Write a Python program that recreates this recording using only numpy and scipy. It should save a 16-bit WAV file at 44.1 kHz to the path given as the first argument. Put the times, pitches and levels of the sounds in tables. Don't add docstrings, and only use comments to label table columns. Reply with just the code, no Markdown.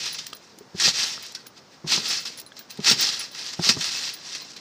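import sys
import numpy as np
from scipy import signal
from scipy.fft import rfft, irfft
from scipy.io import wavfile
from scipy.ndimage import uniform_filter1d

SR = 44100
rng = np.random.default_rng(int(sys.argv[2]) if len(sys.argv) > 2 else 0)


def invert_db(x):
    u = np.asarray(x, float) / 20
    return 10 ** u


def transcribe(u):
    v = np.clip(np.atleast_2d(u).T, -1, 1)
    q = np.round(v * 32767).astype(np.int16)
    wavfile.write(sys.argv[1], SR, q)


N = 203054

# frequency in Hz, density in dB per Hz.
GARDEN_SPECTRUM = [(25, -33), (50, -12), (100, -7), (160, -2), (500, 1), (1000, 0), (1600, -3), (2100, -7),
                   (3200, -10), (4200, -7), (5300, -4.5), (6300, -10), (8000, -20), (12000, -32.5),
                   (15500, -24)]
# start in
# seconds, level in dB, tone in Hz, T60 in seconds.
KNOCKS = [(.745, -52, 100, .07), (1.845, -52, 105, .07), (3.6, -50, 110, .09), (4.3505, -34, 4600, .008),
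          (4.564, -47, 4300, .012), (.579, -58, 326, .05), (.609, -52, 410, .045), (.606, -60, 190, .05),
          (.33, -45, 1290, 0.013), (.33, -40.5, 3220, 0.011), (1.178, -45.5, 1330, 0.015),
          (1.37, -60, 1538, .1), (1.46, -62, 1580, 0.045), (2.1, -54, 480, 0.044), (2.3, -56, 474, 0.035),
          (2.52, -53, 1650, 0.014), (2.52, -51, 3380, 0.014), (2.61, -60, 1620, 0.04),
          (4.42, -53, 1050, 0.016)]
# start in seconds, then levels in dB of tick, top tone, middle tones, low tone.
PINGS = [(.1277, -36, -37, -35.5, -40), (.2673, -37, -42, -55, -49), (.3483, -38, -43, -44, -41),
         (.588, -45, -54, -64, -53), (1.077, -25, -53, -43, -47), (1.2261, -37, -43, -43, -40),
         (1.467, -20, -42, -46, -46), (2.0842, -33, -38, -34, -31), (2.2024, -24, -49, -43, -54),
         (2.2697, -52, -58, -47, -34), (2.374, -32, -50, -37, -42), (2.3974, -15, -38, -34, -41),
         (2.4628, -50, -67, -42, -39.5), (2.591, -37, -38, -54, -36), (2.6993, -46, -56, -54, -37),
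         (2.7093, -46, -44, -48, -37), (2.9028, -34, -31, -45, -21), (3.008, -44, -24, -31.5, -24),
         (3.1938, -35, -41, -30, -38), (3.3149, -46, -49, -46, -41), (3.8544, -43, -44, -41, -36),
         (3.9694, -45, -45, -50, -29), (4.1372, -36, -38, -33, -38.5), (4.4173, -50, -45, -60, -34.5)]
RING_HZ = [15090, 11780, 10010, 4090]
# split in Hz, T60 in seconds.
RING_PAIRS = [(95, 0.087), (40, 0.041), (70, 0.051), (30, 0.026)]
# start in seconds, peak in dB, centre in Hz, treble share in dB.
TICKS = [(.2664, -14, 4810, -32), (.3014, -34, 4200, -19), (.3313, -17, 3180, -31), (.3677, -28, 5610, -40),
         (.578, -40, 4170, -21), (.586, -25, 5500, -30), (1.2245, -25, 5270, -24), (1.264, -21, 4170, -35),
         (1.3214, -24, 5510, -25), (1.3488, -24, 4910, -28), (1.466, -26, 4040, -16),
         (1.5678, -47, 4950, -36), (2.2513, -26, 4020, -37), (2.387, -21, 3890, -16),
         (2.4002, -19.5, 4040, -10), (2.4144, -24, 5220, 0), (2.4633, -32, 4000, -26),
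         (2.4892, -39, 3470, -28), (2.5666, -31, 4930, -22), (2.5905, -19.5, 4280, -21),
         (2.7051, -18.5, 4300, -32), (2.711, -22, 3950, -30), (2.7402, -33, 4370, -43),
         (2.7733, -28, 4160, -40), (2.802, -42, 4610, -29), (3.531, -30, 4290, -42),
         (4.3505, -23, 4650, -45), (4.564, -32, 4290, -35)]
# frequency in Hz, density in dB per Hz.
BOOM_SPECTRUM = [(18, -36), (30, -51), (95, -2), (156, 1.5), (337, -2), (524, -5), (613, -10), (900, -18.5),
                 (1170, -37), (1980, -120)]
# time in seconds, boom in dB.
SAGS = [
    (.02, -51),
    (.91, -44),
    (2.01, -41.5),
    (2.28, -54),
    (2.96, -39),
    (3.77, -43.5),
]
# start in seconds, peak in dB, pitch in Hz, slap share in dB.
THUDS = [(.208, -44, 170, -13), (.746, -24.5, 183, -25), (.876, -21, 176.5, -7), (.994, -41, 128, -17),
         (1.842, -22, 165, -19.5), (1.861, -29, 158, -15.5), (1.975, -25.5, 182, -7),
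         (2.789, -19.5, 199, -20.5), (2.801, -29, 161, -19), (2.909, -20, 212, -10),
         (2.924, -23.5, 140, -9.5), (3.591, -14.5, 166, -16), (3.608, -30, 170, -18.5),
         (3.667, -28, 204, -11), (3.692, -19, 211, -18), (3.709, -28, 217, -8), (3.747, -35, 172, -19),
         (3.767, -21, 127, -13.5), (3.789, -30.5, 168, -12)]
# frequency in Hz, density in dB per Hz.
RATTLE_SPECTRUM = [(500, -31), (800, -15.5), (1300, -12), (1900, -5.5), (2500, -6), (3200, -6),
                   (4000, -2.5), (5000, 0), (6300, -7), (8000, -15.5), (9700, -23.5), (10900, -40),
                   (12300, -24), (15500, -32)]
# frequency in Hz, level in dB.
COILS = [(1380, -5), (1690, -7.5), (1868, -4.5), (2240, -19), (2634, 3), (3108, -26), (3283, -22),
         (3521, -6.5), (3786, -4), (4048, 9), (4230, -7), (4377, 6), (4560, -9), (4790, -5), (4927, 8),
         (5067, 6), (5186, -2.5), (5330, 5), (5491, 7), (5648, -2.5), (5787, 5.5), (6190, -1), (6546, -8),
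         (7100, -7)]
# start in seconds, peak in dB.
JERKS = [(.057, -12), (.144, -7), (.1855, -15), (.7985, -6), (.8744, -20), (.9807, -15), (1.1297, -15),
         (1.3488, -11), (1.8754, -14), (1.9994, -23), (2.0544, -8), (2.253, -16), (2.5666, -24),
         (2.7721, -19), (2.8015, -18), (2.8437, -3.5), (2.863, -3), (2.894, -3), (2.912, -3),
         (3.3463, -15.5), (3.529, -15), (3.6896, 4), (3.808, -6), (3.843, -9), (4.0894, -17), (4.3505, -18),
         (4.564, -19)]
# time of strongest rattle in seconds, level in dB,
# rise and fall in seconds per 20 dB.
LANDINGS = [
    (.88, -17.5, .104, .055),
    (1.94, -18, .068, .105),
    (2.914, -15, .08, .045),
]
# time of strongest rattle in seconds, level in dB,
# rise and fall in seconds per 20 dB.
SWELLS = [(.066, -30, .2, .18), (.44, -52.5, .07, .23), (1.02, -21.5, .12, .18), (1.58, -47, .03, .035),
          (1.738, -52, .04, .065), (2.116, -22.5, .11, .13), (2.185, -30, .06, .06),
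          (2.392, -39.5, .03, .035), (2.588, -45.5, .047, .087), (3.034, -20, .09, .2),
          (3.228, -32, .1, .09), (3.39, -34, .08, .2), (3.472, -33, .1, .13), (3.698, -18.5, .095, .06),
          (3.85, -25, .1, .2), (3.96, -29.5, .12, .25), (4.07, -31, .15, .1), (4.358, -34, .18, .17),
          (4.514, -44, .08, .13)]
# start in seconds, level in dB, fall in seconds per 20 dB.
SHAKES = [(.188, -34, .095), (.266, -40.5, .065), (.33, -47.5, .08), (1.228, -37.5, .16),
          (1.352, -42.5, .11), (1.47, -41, .012), (2.258, -33.5, .135), (2.528, -51, .012), (2.7, -46, .3),
          (3.534, -33, .036), (4.564, -44.5, .3)]

LANDING_CURVE, RISE_CURVE = 2.5, 1.7
SHAKE_RISE_S, RATTLE_REST_DB = .008, -76
SAG_RISE_S, SAG_FALL_S, BOOM_REST_DB = .16, .13, -58
COIL_DB, COIL_SLOPE, SHIMMER_DB, SHIMMER_SLOPE = -10.5, -.08, -29, -.1
DIM_S, DIM_DB = 4.16, -5
THUD_T60_S, JERK_T60_S, TICK_T60_S = .054, .062, .013
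OVERTONE_DB = -3.5
WEAK_TONE_DB = -16


def set_rms(x, db=0.):
    return x * invert_db(db) / np.sqrt(np.mean(x ** 2))


def colour(x, table):
    hz, db = np.transpose(table)
    grid_hz = np.maximum(np.arange(1025) * SR / 2048, 1)
    log_gain = np.interp(np.log(grid_hz), np.log(hz), db) * np.log(10) / 20
    cepstrum = irfft(log_gain)
    cepstrum[1:1024] *= 2
    cepstrum[1025:] = 0
    impulse = irfft(np.exp(rfft(cepstrum)))
    return signal.fftconvolve(x, impulse)[:N]


def band(x, lo_hz, hi_hz, order=2):
    edges_hz = [lo_hz, min(hi_hz, .45 * SR)]
    return signal.sosfilt(signal.butter(order, edges_hz, "band", fs=SR, output="sos"), x)


def mode(x, hz, t60_s):
    pole = np.exp(2j * np.pi * hz / SR - np.log(1000) / (t60_s * SR))
    return signal.lfilter([1], [1, -pole], x).imag


def blows(s, db):
    return np.bincount(np.int_(np.asarray(s) * SR), invert_db(np.asarray(db)), N)[:N]


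def walk(rate_hz):
    hold = int(SR / rate_hz)
    steps = np.repeat(rng.standard_normal(N // hold + 1), hold)
    return 0.84 * uniform_filter1d(steps, hold)[:N]


def add(out, s, burst):
    i = int(s * SR)
    out[i:i + len(burst)] += burst[:N - i]


def swells(rows, rest_db):
    now_s = np.arange(0, N / SR, .001)
    s, db, rise_s, fall_s, curve = np.transpose(rows)[:, :, None]
    rise = (np.maximum(s - now_s, 0) / rise_s) ** curve
    fall = np.maximum(now_s - s, 0) / fall_s
    power = np.sum(invert_db(db - 20 * (rise + fall)) ** 2, axis=0) + invert_db(rest_db) ** 2
    return np.interp(np.arange(N) / SR, now_s, 10 * np.log10(power))


def garden():
    noise = colour(rng.standard_normal(N), GARDEN_SPECTRUM)
    return set_rms(noise * invert_db(1.0 * walk(2.45)), -53)


def knocks():
    out = np.zeros(N)
    for s, db, hz, t60_s in KNOCKS:
        blow = uniform_filter1d(blows([.001], [db])[:SR // 5], size=4)
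        tone = mode(blow, hz, t60_s)
        partial = 0.13 * mode(blow, 1.23 * hz, 1.2 * t60_s)
        add(out, s - .001, 7 * (tone + partial))
    return out


def ticks():
    out, t = np.zeros(N), np.arange(SR // 20) / SR
    envelope = (1 - np.exp(-t / 0.0018)) * invert_db(-60 * t / TICK_T60_S)
    for s, db, hz, treble_db in TICKS:
        noise = rng.standard_normal(len(t))
        body = set_rms(band(noise, hz / 1.4, hz * 1.7, order=1))
        treble = set_rms(band(noise, 7100, 22000), treble_db - 9)
        add(out, s, invert_db(db - 4) * (body + treble) * envelope)
    return out


def pings():
    s, tick_db, top_db, middle_db, low_db = np.transpose(PINGS)
    tones_db = top_db, middle_db + WEAK_TONE_DB, middle_db, low_db
    t = np.arange(SR // 200) / SR
    scratch = rng.standard_normal(len(t)) * t / 0.00076 * np.exp(-t / 0.00077)
    out = band(signal.fftconvolve(blows(s, tick_db - 6), scratch)[:N], 8000, 19000)
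    lag, loss = rng.random((len(s), 2)).T
    for db, hz, (split_hz, t60_s) in zip(tones_db, RING_HZ, RING_PAIRS):
        blow = blows(s, db + 1.0) + blows(s + .003 + 0.011 * lag, db - 3 - 8 * loss)
        blow = band(blow, .97 * hz, 1.03 * hz, order=1)
        pair = mode(blow, hz, t60_s) + invert_db(-8.5) * mode(blow, hz - split_hz, 0.55 * t60_s)
        out = out + pair * invert_db(1.9 * walk(150))
    return out


def boom():
    rows = [(s, db, SAG_RISE_S, SAG_FALL_S, RISE_CURVE) for s, db in SAGS]
    boom_db = swells(rows, BOOM_REST_DB)
    return set_rms(colour(rng.standard_normal(N), BOOM_SPECTRUM)) * invert_db(boom_db - 1.0 + 3.1 * walk(30))


def thuds():
    out, t = np.zeros(N), np.arange(SR // 4) / SR
    swell = (1 - np.exp(-t / 0.0026)) * invert_db(-60 * t / THUD_T60_S)
    slap_envelope = np.exp(-t / 0.0048) * (1 - np.exp(-t / 0.003))
    for s, db, hz, slap_db in THUDS:
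        overtone = invert_db(OVERTONE_DB) * np.sin(2 * np.pi * 2.067 * hz * t) * np.exp(-t / 0.018)
        thump = np.sin(2 * np.pi * hz * t) + overtone
        slap = set_rms(band(rng.standard_normal(len(t)), 270, 970)) * slap_envelope
        add(out, s, invert_db(db + 1.5) * (swell * thump + invert_db(slap_db + 8) * slap))
    return out


def contacts(rate_hz, spread_db):
    hit, size, sign = rng.random(N), rng.exponential(size=N), rng.standard_normal(N)
    blow = (hit < rate_hz / SR) * invert_db(spread_db * np.minimum(size, 3.5)) * sign
    grit = set_rms(rng.standard_normal(N), -0.13)
    return set_rms(set_rms(blow) + grit)


def spring_motion(rattle_db):
    motion = invert_db(rattle_db)
    t = np.arange(SR // 5) / SR
    jolt = (1 - np.exp(-t / .0008)) * invert_db(-60 * t / JERK_T60_S)
    for s, db in JERKS:
        add(motion, s, invert_db(db - 20.0) * jolt)
    return motion * invert_db(1.46 * walk(60) + 1.26 * walk(160))


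def springs():
    rows = [(*row, LANDING_CURVE) for row in LANDINGS]
    rows += [(*row, RISE_CURVE) for row in SWELLS]
    rows += [(s, db, SHAKE_RISE_S, fall_s, RISE_CURVE) for s, db, fall_s in SHAKES]
    rattle_db = swells(rows, RATTLE_REST_DB)
    effort_db = rattle_db + 30
    coil_db = COIL_DB + COIL_SLOPE * effort_db
    dimmed = np.arange(N) / SR > DIM_S
    shimmer_db = SHIMMER_DB + SHIMMER_SLOPE * effort_db + DIM_DB * dimmed
    motion = spring_motion(rattle_db)

    edges_hz = 700 * 2 ** np.arange(0, 4.1, .5)
    groups = []
    for lo_hz, hi_hz in zip(edges_hz, edges_hz[1:]):
        steel = colour(contacts(1800, spread_db=3.0), RATTLE_SPECTRUM)
        groups.append(band(steel, lo_hz, hi_hz) * invert_db(1.67 * walk(30)))
    lows = set_rms(sum(groups[:4])) * invert_db(coil_db - 0.4)
    mids = set_rms(sum(groups[4:8]))
    shimmer = set_rms(band(colour(contacts(6000, spread_db=4.0), RATTLE_SPECTRUM), 11100, 15000))
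    tops = shimmer * invert_db(np.minimum(shimmer_db, -22) + 2.5)

    drive = contacts(700, spread_db=3.5) * motion
    ring = sum(invert_db(db) * mode(drive * invert_db(5 * walk(28)), hz, t60_s=.045) for hz, db in COILS)
    return (mids + lows + tops) * motion * invert_db(-1.5) + set_rms(ring, -33.0)


def scene():
    near = knocks() + ticks() + pings() + boom() + thuds() + springs()
    near = signal.sosfilt(signal.butter(3, 90, "high", fs=SR, output="sos"), near)
    t = np.arange(SR // 6) / SR
    tail = rng.standard_normal(len(t)) * invert_db(-60 * t / 0.11)
    yard = signal.fftconvolve(band(near, 170, 5800, order=1), tail)[:N] * invert_db(-38.5)
    return (near + yard + garden())[None]


def band_limit(x):
    return signal.sosfilt(signal.butter(12, 16630, fs=SR, output="sos"), x)


def record(dry):
    cut = signal.sosfilt(signal.ellip(10, .2, 80, 15300, fs=SR, output="sos"), dry)
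    notched = signal.lfilter(*signal.iirnotch(10900, 7, fs=SR), cut)
    mix = .4 * cut + .6 * notched
    return band_limit(mix)


dry = scene()
out = record(dry)
transcribe(out)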